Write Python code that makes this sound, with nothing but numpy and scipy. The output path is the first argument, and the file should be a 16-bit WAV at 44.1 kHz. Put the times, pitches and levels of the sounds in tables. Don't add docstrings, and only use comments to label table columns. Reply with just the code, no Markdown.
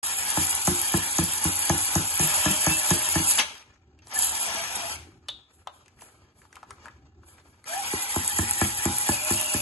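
import sys
import numpy as np
from scipy import signal
from scipy.fft import rfft, irfft, next_fast_len
from scipy.io import wavfile
from scipy.ndimage import uniform_filter1d

SR = 44100
rng = np.random.default_rng(int(sys.argv[2]) if len(sys.argv) > 2 else 0)


def how_loud(loudness_db):
    steps = np.asarray(loudness_db, float) / 20
    return 10 ** steps


def store_wav(level_fs):
    pcm = np.round(np.clip(np.atleast_2d(level_fs), -1, 1) * 32767)
    wavfile.write(sys.argv[1], SR, pcm.T.astype(np.int16))


N = 423801

# (time [s], level [dB])
RUMBLE_LEVEL = [(0.0, -57), (3.24, -49.5), (3.53, -62.5), (4.4, -54.5), (4.9, -50.5), (5.4, -63.5),
                (6.6, -59), (8.03, -57.5), (8.4, -47), (9.61, -55)]
# (frequency [Hz], level [dB])
RUMBLE_SPECTRUM = [(15, -76), (25, -33.5), (43, -14.5), (81, 5), (153, -9), (199, -13), (403, -10),
                   (436, -26), (600, -40), (780, -14), (1320, -120)]
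CLOTH_SPECTRUM = [(300, -16), (500, -16), (1300, -15), (2300, -19), (3500, -25.5), (5000, -27.5),
                  (6500, -28)]
GEAR_SPECTRUM = [(250, -12.5), (450, -13.5), (600, -10), (830, 1), (1200, -5.5), (1500, -2.5), (2200, -1),
                 (2700, -4), (3500, -5), (4200, -10), (5500, -6.5)]
HISS_SPECTRUM = [(3500, -13.5), (4800, -11.5), (5900, -13), (6500, -8), (7300, -1), (9000, -0.5),
                 (10200, 0.5), (11400, -5), (12500, -2.5)]
# (time of the peak [s], rustle [dB], brightness [dB])
RUBS = [(3.5, -52, -6), (4.069, -63, -2), (4.999, -58.5, 0), (5.281, -60.5, -14), (5.541, -73, 14.5),
        (5.749, -59.5, -1), (6.02, -53.5, 6.5), (6.39, -65, 7.5), (6.55, -58, -5), (6.7, -57.5, -5),
        (6.85, -63.5, -4), (7.28, -58, 5.5), (7.47, -66.5, 5), (7.66, -67, 7)]
# (time [s], peak [dB], pitch [Hz], treble [dB])
SMALL_CLICKS = [(4.07, -39.5, 790, 7), (4.095, -50, 1530, 7), (4.134, -33, 773, -9), (5.284, -23, 3430, -3),
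                (5.287, -22.5, 3500, -5), (5.291, -28, 3480, -18), (5.3, -35, 3700, 0),
                (5.539, -60.5, 3500, -4), (5.671, -21.5, 895, -24.5), (5.859, -49.5, 2640, 2.5),
                (5.88, -45.5, 2080, 3.5), (6.009, -43.5, 2480, 2), (6.019, -36.5, 910, -0.5),
                (6.417, -42.5, 1570, -8), (6.451, -44, 1120, -9), (6.527, -37.5, 1600, 0),
                (6.555, -39, 2190, 3), (6.566, -36, 1100, -7), (6.629, -31.5, 1030, -12),
                (6.706, -30, 1450, 0), (6.713, -34, 1350, -15), (6.781, -46, 1345, -28),
                (6.856, -27, 1210, -9.5), (6.882, -34, 1297, -12), (7.233, -45, 1110, -18),
                (7.381, -44.5, 1620, -11), (7.455, -48.5, 825, -16), (7.641, -40, 1680, 5),
                (3.579, -44, 5000, 6), (3.625, -42, 2400, -6), (3.7, -54, 1500, -15), (3.723, -52, 1520, -15),
            (3.74, -56, 6000, -5), (3.758, -53, 1500, -15), (3.989, -50, 2520, 0), (6.636, -41, 1100, -8),
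            (6.727, -52, 10500, -6), (6.865, -37, 1200, -10), (6.873, -38, 1000, -12)]
# (time [s], peak [dB], pitch [Hz], treble [dB], t60 [s])
BUMPS = [(4.078, -44, 7450, 0, .015), (4.165, -40, 370, -40, .05), (4.542, -34, 290, -40, .066),
         (4.759, -37, 290, -40, .3), (5.068, -43, 340, -40, .12), (5.284, -32, 1650, -30, .035),
         (5.286, -33, 780, -30, .05), (5.672, -30, 3200, -6, .01), (5.69, -43, 1100, -20, .05),
         (5.988, -49, 1610, -12, .06), (6.084, -48, 1450, -15, .06)]
# (time [s], peak [dB], pitch [Hz], treble [dB], t60 [s])
PULL_OUT = [(3.380, -19, 1500, -8, .04), (3.386, -12, 2990, -8, .03), (3.391, -13, 2700, -14, .03),
            (3.398, -13, 2300, -16, .05)]
# (time [s], knock [dB], snap [dB], wall ring [dB], ball tick [dB])
NEAR_KNOCKS = [(0.376, -20, -27, -37.5, -20), (0.679, -17, -24, -49.5, -4), (0.943, -15.5, -26.5, -37, -12),
               (1.19, -16, -26, -24.5, -3), (1.454, -17.5, -33, -35, -13.5), (1.702, -15, -24.5, -23, -4),
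               (1.96, -14.5, -27.5, -46.5, -3), (2.201, -18, -30.5, -37.5, -7.5),
               (2.462, -16.5, -26.5, -45, -6.5), (2.671, -17.5, -25, -35, -3.5),
               (2.912, -15.5, -25.5, -45.5, -2), (3.16, -17.5, -27, -45.5, -11)]
FAR_KNOCKS = [(7.934, -36, -36, -8.5, -34), (8.162, -25.5, -27.5, -12.5, -10), (8.388, -19.5, -28, -22, -4),
              (8.615, -18.5, -26.5, -15, -6.5), (8.856, -18.5, -27, -24, -3.5), (9.09, -21, -27, -13.5, -7),
              (9.307, -22.5, -31, -17, -7), (9.544, -25, -33, -16, -9)]
# (pitch [Hz], level [dB], t60 [s])
NEAR_BODY = [(93.6, -3.5, .3), (107, -18.5, 0.33), (160, -0.5, 0.2), (185.3, 5, 0.1), (222.3, -9.5, 0.069),
             (276.8, -12, 0.35), (301, -9, 0.2), (325.7, 1, 0.18)]
FAR_BODY = [(93, 3.5, 0.16), (126.2, -2.5, 0.27), (158, -11.5, 0.19), (194.2, 2.5, 0.14), (245.3, -1, 0.16),
            (271, 0, 0.097), (330.2, 7, 0.091)]
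# (pitch [Hz], level [dB], t60 [s])
ROD_SNAP = [(680, -13.5, 0.065), (830, 1.5, 0.017), (1040, -14.5, 0.11), (1284, 3, 0.0046),
            (1698, -10, 0.054)]
# (time before the knock [s], pitch [Hz])
NEAR_TICK = (.0065, 6600)
FAR_TICK = (.0019, 7700)
# (time [s], peak [dB], pitch [Hz])
RIM_TICKS = [(0.272, -14, 11900), (0.47, -8, 8050), (0.5515, -5.5, 10400), (0.8153, -7.5, 11000),
             (0.921, -8, 10400), (1.239, -8, 10600), (1.3356, -9, 9700), (1.442, -2, 10200),
             (1.486, -13, 10400), (1.5915, -8, 10500), (1.786, -13, 10000), (1.8547, -12, 11000),
             (2.1765, -7, 9800), (2.273, -8, 11400), (2.832, -13, 10800), (3.025, -9.5, 10300),
             (3.0892, -4, 9700), (3.2822, -14, 7200), (3.3367, -11, 10200), (3.375, -6.5, 6950),
             (3.581, -54, 9600), (4.1135, -30, 6900), (4.19, -1, 9800), (4.246, -5, 10250),
             (8.278, -2.5, 8340), (8.297, -11, 10600), (8.5102, -3, 8850), (8.535, -9, 7500),
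             (8.984, -2, 9800), (9.412, -5, 9940),
             (0.169, -17, 11000), (0.1865, -13, 10480), (0.2513, -16, 10700), (0.3585, -18, 7850),
              (0.4463, -12, 10900), (0.6504, -16, 8060), (1.036, -16.5, 11300), (1.0629, -16, 10900),
              (1.1692, -15.5, 6580), (1.5543, -10, 11350), (2.1006, -15, 10260), (2.1405, -14.5, 11040),
              (2.4129, -16.5, 10400), (2.7022, -14, 10330), (2.7686, -7, 10070), (3.0684, -12, 7470),
              (3.1796, -22, 11150), (3.3043, -11, 10670), (3.3552, -10, 10570),
             (4.1374, -25, 10600), (4.1459, -23, 10000), (4.1766, -12, 10400), (4.3203, -18, 10200),
              (4.4, -15, 10560), (7.7776, -16, 9840), (7.91, -22, 10400), (8.1447, -16, 8030),
              (8.3623, -16, 7120), (8.4949, -13, 10900), (8.774, -16.5, 11500), (8.823, -18, 7420),
              (9.064, -19, 10400), (9.185, -21, 7010), (9.2038, -18, 7200), (9.2482, -13, 11000),
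              (9.2791, -15, 7560), (9.4448, -14, 10400)]
# (time [s], hone hiss [dB], gear noise [dB])
RUNS = [
    [(0.03, -34.5, -38), (1.3, -35.5, -39), (2.09, -35.5, -38.5), (2.3, -33, -36.5), (2.9, -33, -36.5),
     (3.37, -35, -39), (3.4, -35.5, -22.5), (3.45, -62, -45), (3.62, -70, -55.5)],
    [(4.02, -107, -61.5), (4.068, -63, -69), (4.126, -57, -42), (4.144, -36.5, -42.5), (4.45, -42, -38.5),
     (4.93, -43, -38.5), (4.99, -66, -54.5), (5.12, -88, -77)],
    [(7.655, -65, -54), (7.671, -47.5, -43.5), (7.709, -41, -41.5), (8.14, -37, -40.5), (9.05, -37, -41),
     (9.14, -36, -38.5), (9.61, -34, -40)],
]
# (time [s], mesh pitch [Hz], mesh [dB], whine [dB])
GEAR_TONES = [
    [(0.03, 830, -52, -49), (2.15, 830, -83, -53), (2.25, 609.2, -51, -42), (2.45, 613.4, -43.5, -44.5),
     (2.75, 619.7, -45, -45), (2.95, 620, -47.5, -44.5), (3.36, 628, -57.5, -46), (3.45, 598.4, -53, -75)],
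    [(4.1, 703.8, -72, -61), (4.17, 783.3, -33, -36), (4.22, 706, -48, -94.5), (4.4, 698.4, -49.5, -90),
     (4.5, 685, -35.5, -88), (4.68, 687, -48, -70), (4.84, 680, -38, -63), (4.95, 680, -56, -74),
     (5.02, 642, -62, -81)],
    [(7.66, 556.5, -67, -61), (7.735, 717, -34.5, -33), (7.79, 793, -34.5, -53), (7.85, 811, -44.5, -52),
     (7.9, 830, -51.5, -41), (9.05, 832, -46, -45), (9.12, 575, -45.5, -40), (9.3, 623.6, -44.5, -36),
     (9.48, 626, -46.5, -39.5), (9.61, 586, -43, -41)],
]
# (start [s], end [s])
STRAINED = [
    (2.198, 3.5),
    (9.082, 9.7),
]
# (time [s], length [s], pitch [Hz], level [dB])
SQUEALS = [(2.33, .05, 2700, -34), (2.49, .07, 2660, -31), (2.71, .09, 2645, -27), (3.09, .11, 2160, -34),
           (3.17, .04, 2860, -35), (3.24, .06, 2600, -34), (9.14, .05, 2540, -35), (9.2, .05, 2400, -37),
           (9.29, .06, 2740, -37), (9.38, .07, 2620, -36), (9.49, .06, 2820, -36), (9.57, .05, 2500, -38)]
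# (time [s], extra hiss [dB])
SURGES = [(0.08, 0.5), (0.81, 2), (1.47, 1.5), (1.85, 1.5), (2.3, 2), (3.29, 8.5), (4.242, 12), (4.411, 6),
          (8.283, -0.5), (8.993, 4)]
# (frequency [Hz], level [dB])
SCATTER = [(60, -19.5), (600, -5.5), (1600, 2), (1950, -3.5), (2300, 4.5), (4000, 8.5), (4800, -1),
           (5350, -6.5), (6200, -0.5), (9000, -6.5), (12000, -6.5)]
# (frequency [Hz], level [dB])
LEFT_LOUDER = [(300, -0.5), (1500, 0.5), (3000, 3.5), (5300, 5.5), (6000, 6), (7500, -2.5), (12000, 0)]
# (frequency [Hz], lead [half turns])
LEFT_LEADS = [(0, 0), (1600, .22), (1950, 1), (2600, 2), (3500, 2.6), (3900, 3.4), (4650, 3.4), (5350, 3),
              (5750, 2.88), (6400, 2.15), (7100, 2), (8500, 1.1), (9600, .88), (11100, 0)]
HANDS_DIRECT_DB = [
    [0],
    [-5],
]


def in_time(tables, silent=-120):
    t = np.arange(N) / SR
    out = np.full((len(tables[0][0]) - 1, N), float(silent))
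    for rows in tables:
        s, *columns = np.transpose(rows)
        inside = (t >= s[0]) & (t <= s[-1])
        out[:, inside] = [np.interp(t[inside], s, column) for column in columns]
    return out


def at_hz(points, hz):
    table_hz, value = np.transpose(points)
    return np.interp(np.log(hz + 1), np.log(table_hz), value)


def rms_one(x):
    return x / np.sqrt(np.mean(x ** 2) + 1e-20)


def drift(rate):
    knots = rng.standard_normal(N // 20 + 3002)
    r = np.exp(-40 * np.pi * rate / SR)
    smooth = signal.lfilter([1], [1, -2 * r, r * r], knots)[3000:]
    return np.interp(np.arange(N) / 20, np.arange(N // 20 + 2), rms_one(smooth))


def band_filter(x, order, hz, kind):
    return signal.sosfilt(signal.butter(order, hz, kind, fs=SR, output="sos"), x)


def coloured(x, spectrum):
    hz = np.fft.rfftfreq(N, 1 / SR)
    inside = (hz > spectrum[0][0] * .7) & (hz < spectrum[-1][0] * 1.2)
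    return rms_one(irfft(rfft(x) * how_loud(at_hz(spectrum, hz)) * inside, N))


def ring(taps, hz, t60):
    r, w = how_loud(-60 / (t60 * SR)), 2 * np.pi * hz / SR
    return signal.lfilter([0, np.sin(w)], [1, -2 * r * np.cos(w), r * r], taps + 1e-18)


def spikes(times, db):
    out = np.zeros(N)
    np.add.at(out, np.round(np.asarray(times) * SR).astype(int), how_loud(db))
    return out


def swells(times, heights, rise_s, fall_s):
    t = np.arange(0, N, 32) / SR
    tents = sum(np.interp(t, [s - rise_s, s, s + fall_s], [0, top, 0]) for s, top in zip(times, heights))
    return np.interp(np.arange(N) / SR, t, tents)


def rumble():
    level_db = in_time([RUMBLE_LEVEL])[0] + 3.0 * drift(7.5)
    return how_loud(level_db) * coloured(rng.standard_normal(N), RUMBLE_SPECTRUM)


def rustle():
    rise_db_per_s, fade_db_per_s, bright_fade_db_per_s = 471, 93, 45
    t = np.arange(0, N, 64) / SR
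    level, treble = how_loud(-71.5), 0
    for s, rub_db, bright_db in RUBS:
        rub = how_loud(rub_db - np.maximum(rise_db_per_s * (s - t), fade_db_per_s * (t - s)))
        level = level + rub
        treble = treble + rub * how_loud(bright_db - bright_fade_db_per_s * np.maximum(t - s, 0))
    level, treble = (np.interp(np.arange(N) / SR, t, curve) for curve in (level, treble))
    dull = coloured(rng.standard_normal(N), CLOTH_SPECTRUM) * how_loud(3.5 * drift(30))
    bright = coloured(rng.standard_normal(N), HISS_SPECTRUM) * how_loud(1.6 * drift(27))
    return level * dull + treble * bright


def clicks():
    rise_s, click_t60_s = .0014, 0.013
    tail_db, tail_t60_s = -18, 0.11
    out, t = np.zeros(N), np.arange(4000) / SR
    rise = np.minimum(t / rise_s, 1)
    short = [(*row, click_t60_s) for row in SMALL_CLICKS]
    for s, peak_db, hz, treble_db, t60 in short + BUMPS + PULL_OUT:
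        noise, at = rng.standard_normal((2, len(t))), round(s * SR)
        fade = how_loud(-60 * t / max(t60, .003)) * rise
        after = how_loud(tail_db - 60 * t / tail_t60_s) * rise
        band_hz = [max(hz * 0.64, hz - 350), min(hz * 1.3, hz + 560)]
        body = band_filter(noise[0] * (fade + after), 2, band_hz, "band")
        crack = band_filter(noise[1] * fade ** 2, 1, [5000, 9000], "band")
        burst = body / np.abs(body).max() + how_loud(treble_db) * crack / np.abs(crack).max()
        out[at:at + len(t)] += how_loud(peak_db) * burst
    collar = spikes([5.286], [-41])
    return out + sum(ring(collar, hz, .3) for hz in (3330, 3450, 3540, 3660, 3790))


def thumps(s, knock_db, body):
    detune, rebound_s, rebound_db = .03, .038, -11
    shake_db, shake_t60_s = -5.5, .22
    out, t = np.zeros(N + SR), np.arange(SR // 2) / SR
    hz, db, t60 = np.transpose(body)[:, :, None]
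    shake_fade = np.minimum(t / 0.025, 1) * how_loud(shake_db - 60 * t / shake_t60_s)
    chances = rng.standard_normal((len(s), 5, len(body), 1))
    for start, level_db, chance in zip(s, knock_db, chances):
        decay = how_loud(-60 * t / (t60 * how_loud(1.5 * chance[1])))
        tone = np.sin(2 * np.pi * hz * (1 + detune * chance[0]) * t) * decay
        shake = rms_one(band_filter(rng.standard_normal(len(t)), 2, [70, 380], "band")) * shake_fade
        blow = np.sum(how_loud(db + 1.6 * chance[2]) * tone, axis=0) + shake
        rebound = np.sum(how_loud(db + 4.0 * chance[3]) * tone, axis=0)
        at = round(start * SR)
        again = round((start + rebound_s * (1 + .08 * chance[4, 0, 0])) * SR)
        out[at:at + len(t)] += how_loud(level_db - 7.5) * blow
        out[again:again + len(t)] += how_loud(level_db - 9.0 + rebound_db) * rebound
    return out[:N]


def knocks(table, body, lead_s):
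    s, knock_db, snap_db, wall_db, _ = np.transpose(table)
    s = s - lead_s
    boom = thumps(s, knock_db, body)
    snap = np.zeros(N)
    for hz, db, t60 in ROD_SNAP:
        snap += ring(spikes(s, snap_db + db + 10.5 + rng.normal(0, 2, len(s))), hz, t60)
    wall = ring(spikes(s, wall_db - 8), 385, 0.032)
    hz = np.fft.rfftfreq(N, 1 / SR)
    bending = .135
    turns = bending * (2 * np.sqrt(hz) - hz / np.sqrt(6500))
    swept = irfft(-rfft(boom + snap + wall) * np.exp(-2j * np.pi * turns), N)
    return band_filter(swept, 4, 70, "high")


def ball_ticks():
    out, t = np.zeros(N), np.arange(300) / SR
    ends = []
    for table, (lead_s, hz) in ((NEAR_KNOCKS, NEAR_TICK), (FAR_KNOCKS, FAR_TICK)):
        ends += [(row[0] - lead_s, row[4], hz) for row in table]
    twins = 0.45 * np.sin(2 * np.pi * 11000 * t) + 0.49 * np.sin(2 * np.pi * 9000 * t)
    fade = np.minimum(t / .0002, 1) * how_loud(-60 * t / 0.0033)
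    for s, peak_db, hz in RIM_TICKS + ends:
        at = round(s * SR)
        out[at:at + len(t)] += how_loud(peak_db + 2.5) * (np.sin(2 * np.pi * hz * t) + twins) * fade
    return out


def drill_levels():
    hiss_db, gear_db = in_time(RUNS)
    ends = [row[0] for row in NEAR_KNOCKS + FAR_KNOCKS]
    jam = swells(ends, np.ones(len(ends)), rise_s=0.034, fall_s=0.072)
    surge_db = swells(*np.transpose(SURGES), rise_s=.07, fall_s=0.091)
    return hiss_db + 2.5 * jam + surge_db, gear_db + 3 * jam + 0.23 * surge_db


def gear_noise():
    sizes = how_loud(6.5 * np.minimum(rng.exponential(1, N), 3)) * rng.choice([-1, 1], N)
    happens = rng.random(N) < 1500 / SR * how_loud(4.0 * drift(25))
    grit = rms_one(band_filter(rms_one(sizes * happens), 1, 900, "high"))
    whole = coloured(0.46 * grit + rng.standard_normal(N), GEAR_SPECTRUM)
    low = band_filter(whole, 2, 2400, "low")
    lower = band_filter(whole, 2, 1000, "low")
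    return rms_one(sum(part * how_loud(0.5 * drift(16)) for part in (whole - low, low - lower, lower)))


def rough_tone(hz, level, rough, wobble):
    phase = 2 * np.pi * np.cumsum(hz * (1 + wobble * drift(13))) / SR
    broken = how_loud(2.5 * drift(12))
    in_step = (1 + .6 * drift(rough)) * np.sin(phase)
    return level * broken * (in_step + 1.2 * drift(rough) * np.cos(phase))


def squeals():
    t = np.arange(N) / SR
    s, length, hz, db = np.transpose(SQUEALS)
    nearest = np.searchsorted((s[1:] + s[:-1]) / 2, t)
    level = how_loud(db[nearest]) * np.exp(-((t - s[nearest]) / length[nearest] * 2) ** 2)
    phase = 2 * np.pi * np.cumsum(hz[nearest] * (1 + .004 * drift(15))) / SR
    return level * how_loud(2 * drift(30)) * np.sin(phase)


def gearbox(gear_db):
    grind = how_loud(gear_db + 5.0 + 1.2 * drift(8.6)) * gear_noise()
    mesh_hz, mesh_db, whine_db = in_time(GEAR_TONES)
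    t = np.arange(N) / SR
    strained = sum((t > start) & (t < end) for start, end in STRAINED) > 0
    whine_hz = mesh_hz * np.where(strained, 4.33, 2.3)
    mesh = rough_tone(mesh_hz, how_loud(mesh_db), rough=22, wobble=.008)
    whine = rough_tone(whine_hz, how_loud(whine_db), rough=90, wobble=.04)
    return grind + mesh + whine + squeals()


def hone(hiss_db):
    sizes = how_loud(11.0 * np.minimum(rng.exponential(1, N), 5)) * rng.choice([-1, 1], N)
    happens = rng.random(N) < 5000 / SR * how_loud(3.0 * drift(40))
    grains = rms_one(sizes * happens)
    scratch = coloured(0.48 * grains + rng.standard_normal(N), HISS_SPECTRUM)
    return how_loud(hiss_db + 9.0 + 2.0 * drift(25)) * scratch


def two_microphones(x, hands):
    shop_t60_s, bench_t60_s, shop_db = 0.38, 0.027, -14.5
    size = next_fast_len(N + SR)
    hz, t = np.fft.rfftfreq(size, 1 / SR), np.arange(SR // 2) / SR
    fade = how_loud(-60 * t / bench_t60_s) + how_loud(shop_db - 60 * t / shop_t60_s)
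    shares = how_loud([9 * drift(6) for place in range(5)])
    shares /= np.sqrt(np.sum(shares ** 2, axis=0))
    tails = rng.standard_normal((5, 2, len(t))) * fade * np.minimum(t / 0.0012, 1)
    tails /= np.sqrt(np.sum(fade ** 2))
    scattering = x + how_loud(-2.5) * hands
    scatter_db = at_hz(SCATTER, hz)
    diffuse = sum(rfft(scattering * share, size) * rfft(tail, size) for share, tail in zip(shares, tails))
    diffuse = diffuse * how_loud(scatter_db)
    lead = np.exp(.5j * np.pi * np.interp(hz, *np.transpose(LEFT_LEADS)) * [[1], [-1]])
    level = how_loud(at_hz(LEFT_LOUDER, hz) * [[.5], [-.5]]) / np.sqrt(1 + how_loud(2 * scatter_db))
    both = irfft((rfft(x, size) * lead + diffuse) * level, size)[:, :N]
    return both + how_loud(np.array(HANDS_DIRECT_DB)) * hands


def scene():
    hiss_db, gear_db = drill_levels()
    background = rumble() + rustle()
    blows = knocks(NEAR_KNOCKS, NEAR_BODY, 0.0051) + knocks(FAR_KNOCKS, FAR_BODY, 0.0016)
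    drill = ball_ticks() + gearbox(gear_db) + hone(hiss_db)
    return two_microphones(background + blows + drill, clicks())


def thin_stereo(x, under_db, hole_db):
    hz, _, z = signal.stft([x[0] + x[1], x[0] - x[1]], SR, nperseg=1024)
    patches = np.add.reduceat(np.abs(z) ** 2, np.arange(0, len(hz), 8), axis=1)
    patches = uniform_filter1d(patches, size=3, axis=2)
    whim_db = 8.0 * uniform_filter1d(rng.standard_normal(patches.shape), size=5, axis=2)
    weak = patches < patches[::-1] * how_loud(2 * (under_db + whim_db))
    dropped = np.repeat(weak, 8, axis=1)[:, :len(hz)] & (hz > 1700)[:, None]
    thinned = z * np.where(dropped, how_loud(hole_db), 1)
    mid, side = signal.istft(thinned, SR, nperseg=1024)[1][:, :N]
    return np.array([mid + side, mid - side]) / 2


def low_pass(x):
    return signal.sosfilt(signal.butter(12, 13020, fs=SR, output="sos"), x)


def record(dry):
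    start_s, edge_hz = .0265, 11662
    cut = signal.sosfilt(signal.ellip(10, .5, 56, edge_hz, fs=SR, output="sos"), dry)
    thinned = thin_stereo(cut, under_db=-6.6, hole_db=-34)
    mix = thinned * (np.arange(N) > start_s * SR)
    return low_pass(mix)


dry = scene()
out = record(dry)
store_wav(out)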